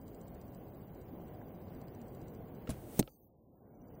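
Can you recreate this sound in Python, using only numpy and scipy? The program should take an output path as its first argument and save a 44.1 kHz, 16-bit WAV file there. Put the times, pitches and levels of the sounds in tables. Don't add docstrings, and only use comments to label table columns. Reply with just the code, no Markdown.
import sys
import numpy as np
from scipy import signal
from scipy.fft import rfft, irfft
from scipy.io import wavfile
from scipy.ndimage import uniform_filter1d, minimum_filter1d

SR = 44100
rng = np.random.default_rng(int(sys.argv[2]) if len(sys.argv) > 2 else 0)


def boost_factor(decibels):
    exponent = np.asarray(decibels, float) / 20
    return 10 ** exponent


def to_wav(sig):
    pcm = np.clip(np.atleast_2d(sig), -1, 1) * 32767
    pcm = np.round(pcm).astype(np.int16)
    wavfile.write(sys.argv[1], SR, pcm.T)


N = 176400
T = np.arange(N) / SR

# frequency in Hz, level in dB per Hz.
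WIND_SPECTRUM = [(12, -59.5), (20, -19), (38, -4.5), (135, 1), (290, -3), (676, -10.5), (1190, -28.5),
                 (2280, -34), (3600, -44), (4680, -80.5), (7920, -120)]
# frequency in Hz, level in dB per Hz.
HISS_SPECTRUM = [(2500, -14), (4500, -9.5), (6000, -10), (8000, -10), (10500, -12), (12500, -7.5),
                 (14000, -4), (15000, 0)]
# middle in seconds, length in seconds, pitch in Hz, level in dB.
WHINE_BURSTS = [(.004, .006, 14890, -71), (.0053, .011, 15355, -67.5)]
# time in seconds, level in dB.
FOCUS_EFFORT = [(0, -55), (.42, -56), (.55, -55.5), (.63, -69.5), (.72, -61), (.95, -61.5), (1.15, -64.5),
                (1.28, -62.5), (1.55, -63.5), (1.81, -57), (2.22, -54.5), (2.35, -56), (2.42, -96),
                (2.5, -51.5), (2.62, -69), (2.9, -69.5), (3.66, -72), (3.76, -52.5), (4, -56)]
# frequency in Hz, level in dB, 60 dB decay in seconds.
BARREL_MODES = [(4750, -2, .009), (6000, -5, .008), (7300, -4, .007), (7950, -3, .006), (8550, -3, .006)]
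# crest in seconds, peak in dB, pitch in Hz, rise in seconds, 60 dB decay in seconds.
KNOCKS_AND_RINGS = [(2.6921, -27.5, 215, .0013, .031), (2.6996, -30, 205, .0041, .061),
                    (2.7, -36, 66, .0061, .16), (2.6968, -37, 640, .002, .05), (2.7125, -39, 130, .008, .15),
                    (2.678, -44, 480, .004, .09), (2.9938, -21, 400, .001, .016), (2.999, -15, 245, .0046, .02),
                    (2.9937, -21, 155, .001, .05), (2.9972, -36, 45, .004, .3), (3.0003, -31, 670, .003, .03),
                    (3.0092, -18.5, 275, .0016, .028), (3.017, -31, 130, .004, .13),
                    (3.029, -35, 330, .001, .05), (3.0775, -36, 520, .001, .055),
                    (2.7045, -33, 9800, .0004, .005),
    (2.7045, -42, 7300, .0004, .006),
    (2.7045, -47, 4000, .0004, .006),
    (2.9933, -20, 14700, .0004, .009),
    (2.9933, -26, 8700, .0003, .007),
    (2.9933, -26, 6400, .0003, .007),
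    (2.995, -26, 6200, .0003, .008),
    (2.995, -27, 8500, .0003, .008),
                    (2.9778, -36.5, 200, 0.0033, 0.024), (2.9957, -27.5, 770, 0.0018, 0.036),
              (3.007, -33.5, 589, 0.0033, 0.03), (3.0278, -37.5, 4300, 0.00051, .006),
              (3.0278, -39.5, 2900, .0003, .008), (3.0285, -49.5, 1325, .001, .04),
              (3.029, -40, 559, 0.0011, .03), (3.0771, -43, 1300, .0005, .04),
              (3.07643, -31, 3100, .0002, .0035), (3.0815, -48, 2300, .0005, .012),
              (3.0768, -45, 850, .001, .06), (2.6735, -50, 2840, 0.00045, .025),
              (2.6745, -47.5, 1350, 0.00083, .03), (2.694, -48, 1070, 0.0025, .06),
              (1.4155, -54, 1600, .002, 0.014), (1.419, -60, 2000, .002, .015),
              (1.4145, -56, 970, 0.0017, .02)]
# start in seconds, rms
# level in dB, 60 dB decay in seconds, share of dull colour from 0 to 1.
CRACK_BURSTS = [
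    (2.673, -55, 0.086, 0.84),
    (2.693, -44, 0.096, 0.31),
    (2.707, -44, 0.025, 0.4),
    (2.993, -29.5, 0.019, 0.1),
    (2.9966, -28, 0.029, 0.2),
    (2.999, -41.5, 0.034, 0),
    (3.004, -84.5, 0.44, 0.2),
                (3.0276, -42, .008, 1),
    (3.0763, -50, .005, .3),
    (3.077, -53, .04, 1),
    (3.03, -63, .8, .1),
    (2.712, -60, .25, 1),
]
# frequency in Hz, width in Hz, level in dB.
BRIGHT_MODES = [(4120, 740, -2), (6250, 100, 1.5), (7150, 1500, 9.5), (8300, 690, 14), (9800, 1600, 7),
                (15100, 720, 3)]
# frequency in Hz, width in Hz, level in dB.
DULL_MODES = [(1200, 900, -5), (2600, 1000, 0), (3600, 1300, -1), (5200, 1800, -9)]
# frequency in Hz, level in dB per Hz.
FLETCHING = [(1100, -14), (2000, -13), (5180, -18), (5840, -15.5), (7110, -16.5), (8290, -9.5),
             (11600, -15.5), (15500, -6)]
# frequency in Hz, width in Hz, level in dB.
QUIVER_MODES = [(4600, 60, -2), (6200, 90, 0), (7000, 50, -5), (8400, 90, -2), (8900, 80, -3)]
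# frequency in Hz, level in dB per line.
SILENCE_LINE = [(600, -50), (1000, -41.5), (3500, -43.5), (4200, -42), (9100, -43), (9600, -39),
                (12500, -42), (14600, -41), (14950, -49), (15300, -41)]

FIELD_HZ = 60 / 1.001
LOOSE_S, STRIKE_S = 2.69, 2.993


def rms_one(x):
    return x / np.sqrt(np.mean(x ** 2) + 1e-20)


def drift(rate):
    r = np.exp(-80 * np.pi * rate / SR)
    slow = signal.lfilter([1], [1, -2 * r, r * r], rng.standard_normal(N // 40 + 2002))[2000:]
    return np.interp(np.arange(N) / 40, np.arange(len(slow)), rms_one(slow))


def coloured(spectrum, patchy_db):
    hz, db = np.transpose(spectrum)
    together = drift(2.0)
    white = rng.standard_normal((2, N + 8000))
    edges = hz[0] * 2 ** np.arange(0, np.log2(hz[-1] / hz[0]) + .25, .5)
    out = 0
    for k, (low, high) in enumerate(zip(edges, np.minimum(edges[1:], 18000))):
        sos = signal.butter(2, [low, high], "band", fs=SR, output="sos")
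        band = signal.sosfilt(sos, white[k % 2])[-N:]
        level = np.interp(np.log(low * high) / 2, np.log(hz), db)
        out = out + band * boost_factor(level + patchy_db * (0.87 * together + drift(12)))
    return rms_one(out)


def shaped(spectrum):
    hz, db = np.transpose(spectrum)
    f = np.arange(N // 2 + 1) * SR / N + 1
    level = np.interp(np.log(f), np.log(hz), db, left=-60) - 60 * (f > 16000)
    return rms_one(irfft(rfft(rng.standard_normal(N)) * boost_factor(level), N))


def wind():
    return boost_factor(-49.5) * coloured(WIND_SPECTRUM, patchy_db=1.0)


def microphone_hiss():
    return boost_factor(-71.7) * shaped(HISS_SPECTRUM)


def whine():
    field, since_field = np.divmod(T, 1 / FIELD_HZ)
    u = since_field - .0051
    out = boost_factor(-75) * np.cos(2 * np.pi * 249.5 * FIELD_HZ * u)
    for middle, length, hz, db in WHINE_BURSTS:
        gate = np.cos(np.pi * np.clip((since_field - middle) / length, -.5, .5))
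        out = out + boost_factor(db) * gate * np.cos(2 * np.pi * hz * u)
    return out * (-1) ** field * boost_factor(1.5 * drift(24))


def ring(clicks, hz, t60):
    r, w = boost_factor(-60 / (t60 * SR)), 2 * np.pi * hz / SR
    return signal.lfilter([0, np.sin(w)], [1, -2 * r * np.cos(w), r * r], clicks + 1e-18)


def focus_motor():
    s = .0138 + np.arange(60) * 4 / FIELD_HZ
    luck = rng.standard_normal((60, len(BARREL_MODES) + 1))
    effort_db = np.interp(s, *np.transpose(FOCUS_EFFORT)) + .7 * luck[:, -1]
    out = 0
    for k, (hz, level_db, t60) in enumerate(BARREL_MODES):
        clicks = np.zeros(N)
        clicks[(s * SR).astype(int)] = boost_factor(effort_db + level_db - 7 + 3.0 * luck[:, k])
        second = 1.1 * np.roll(clicks, int(0.001 * SR))
        out = out + ring(clicks + second, hz, t60)
    return out


def knocks():
    out = 0
    for s, db, hz, rise, t60 in KNOCKS_AND_RINGS:
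        swell = np.cos(np.pi / 2 * np.clip((s - T) / rise, 0, 1)) ** 2
        decay = boost_factor(db - 60 * np.clip(T - s, 0, 1) / t60)
        out = out + swell * decay * np.cos(2 * np.pi * hz * (T - s))
    return out


def dying(s, db, t60):
    return (T >= s) * boost_factor(db - 60 * np.clip(T - s, 0, 4 * t60) / t60)


def resonant(peaks):
    white = rng.standard_normal(N)
    out = 0
    for k, (hz, width, db) in enumerate(peaks):
        out = out + (-1) ** k * boost_factor(db) * np.sqrt(width) * ring(white, hz, 0.99 / width)
    return rms_one(out)


def cracks():
    bright, dull = resonant(BRIGHT_MODES), resonant(DULL_MODES)
    out = 0
    for s, db, t60, share in CRACK_BURSTS:
        out = out + dying(s, db, t60) * (share * dull + (1 - share) * bright)
    return out


def arrow_flight():
    post_m, speed_m_s, db_at_1m = 1.1, 36, -48.5
    distance = post_m + speed_m_s * np.abs(STRIKE_S - T)
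    flying = (T > LOOSE_S) * (T < STRIKE_S)
    return flying * boost_factor(db_at_1m + 0.5 * drift(5)) / distance * shaped(FLETCHING)


def rock_face():
    sos = signal.butter(4, 11300, "high", fs=SR, output="sos")
    thin = signal.sosfilt(sos, rng.standard_normal(N))
    swell = 1 - np.exp(-np.abs(T - STRIKE_S) / .07)
    end = boost_factor(-300 * np.clip(T - 3.27, 0, 1))
    return dying(STRIKE_S, -48, 8) * end * swell * thin


def quiver():
    end = boost_factor(-300 * np.clip(T - 3.23, 0, 1))
    return dying(3.08, -66 + 1.7 * drift(20), 8) * end * resonant(QUIVER_MODES)


def scene():
    around = wind() + microphone_hiss() + whine() + focus_motor()
    shot = knocks() + cracks() + arrow_flight() + rock_face() + quiver()
    return (around + shot)[None]


def gain_control(x):
    threshold_db, share, hold_s, release_db_s, attack_s = -32.5, 1.13, 0.3, 18.5, 0.068
    level = 10 * np.log10(uniform_filter1d(x ** 2, size=220) + 1e-12)
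    hold = int(hold_s * SR)
    held = -minimum_filter1d(-level, size=hold, origin=(hold - 1) // 2)
    released = np.maximum.accumulate(held + release_db_s * T) - release_db_s * T
    r = np.exp(-1 / (attack_s * SR))
    duck = signal.lfilter([1 - r], [1, -r], share * np.maximum(released - threshold_db, 0))
    return x * boost_factor(-duck)


def starve(x):
    top_hz, top_db, jitter_db = 15760, -26, 1.2
    window = np.sin(np.pi * (np.arange(2048) + .5) / 2048)
    f, _, z = signal.stft(x, SR, window, 2048, 1024, scaling="spectrum")
    low_band = 26 * np.log(1 + f / 1200)
    high_band = 80 + (f - 9000) / 345 + 100 * (f > top_hz)
    band = np.where(f < 9000, low_band, high_band).astype(int)
    hz, db = np.transpose(SILENCE_LINE)
    for b in np.unique(band):
        rows = band == b
        mid = f[rows].mean()
        line = top_db if mid > top_hz else np.interp(np.log(mid + 1), np.log(hz), db)
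        energy = np.abs(z[rows]) ** 2
        power = 10 * np.log10(np.mean(energy, axis=0) + 1e-30) + 60
        z[rows] *= 10 * np.log10(energy + 1e-30) + 60 > line
        z[rows] *= power > line + jitter_db * rng.standard_normal(z.shape[1])
    return signal.istft(z, SR, window, 2048, 1024, scaling="spectrum")[1][:N]


def roll_off(x):
    return signal.sosfilt(signal.butter(12, 16840, fs=SR, output="sos"), x)


def record(dry):
    mix = starve(gain_control(dry[0]))[None]
    return roll_off(mix)


dry = scene()
out = record(dry)
to_wav(out)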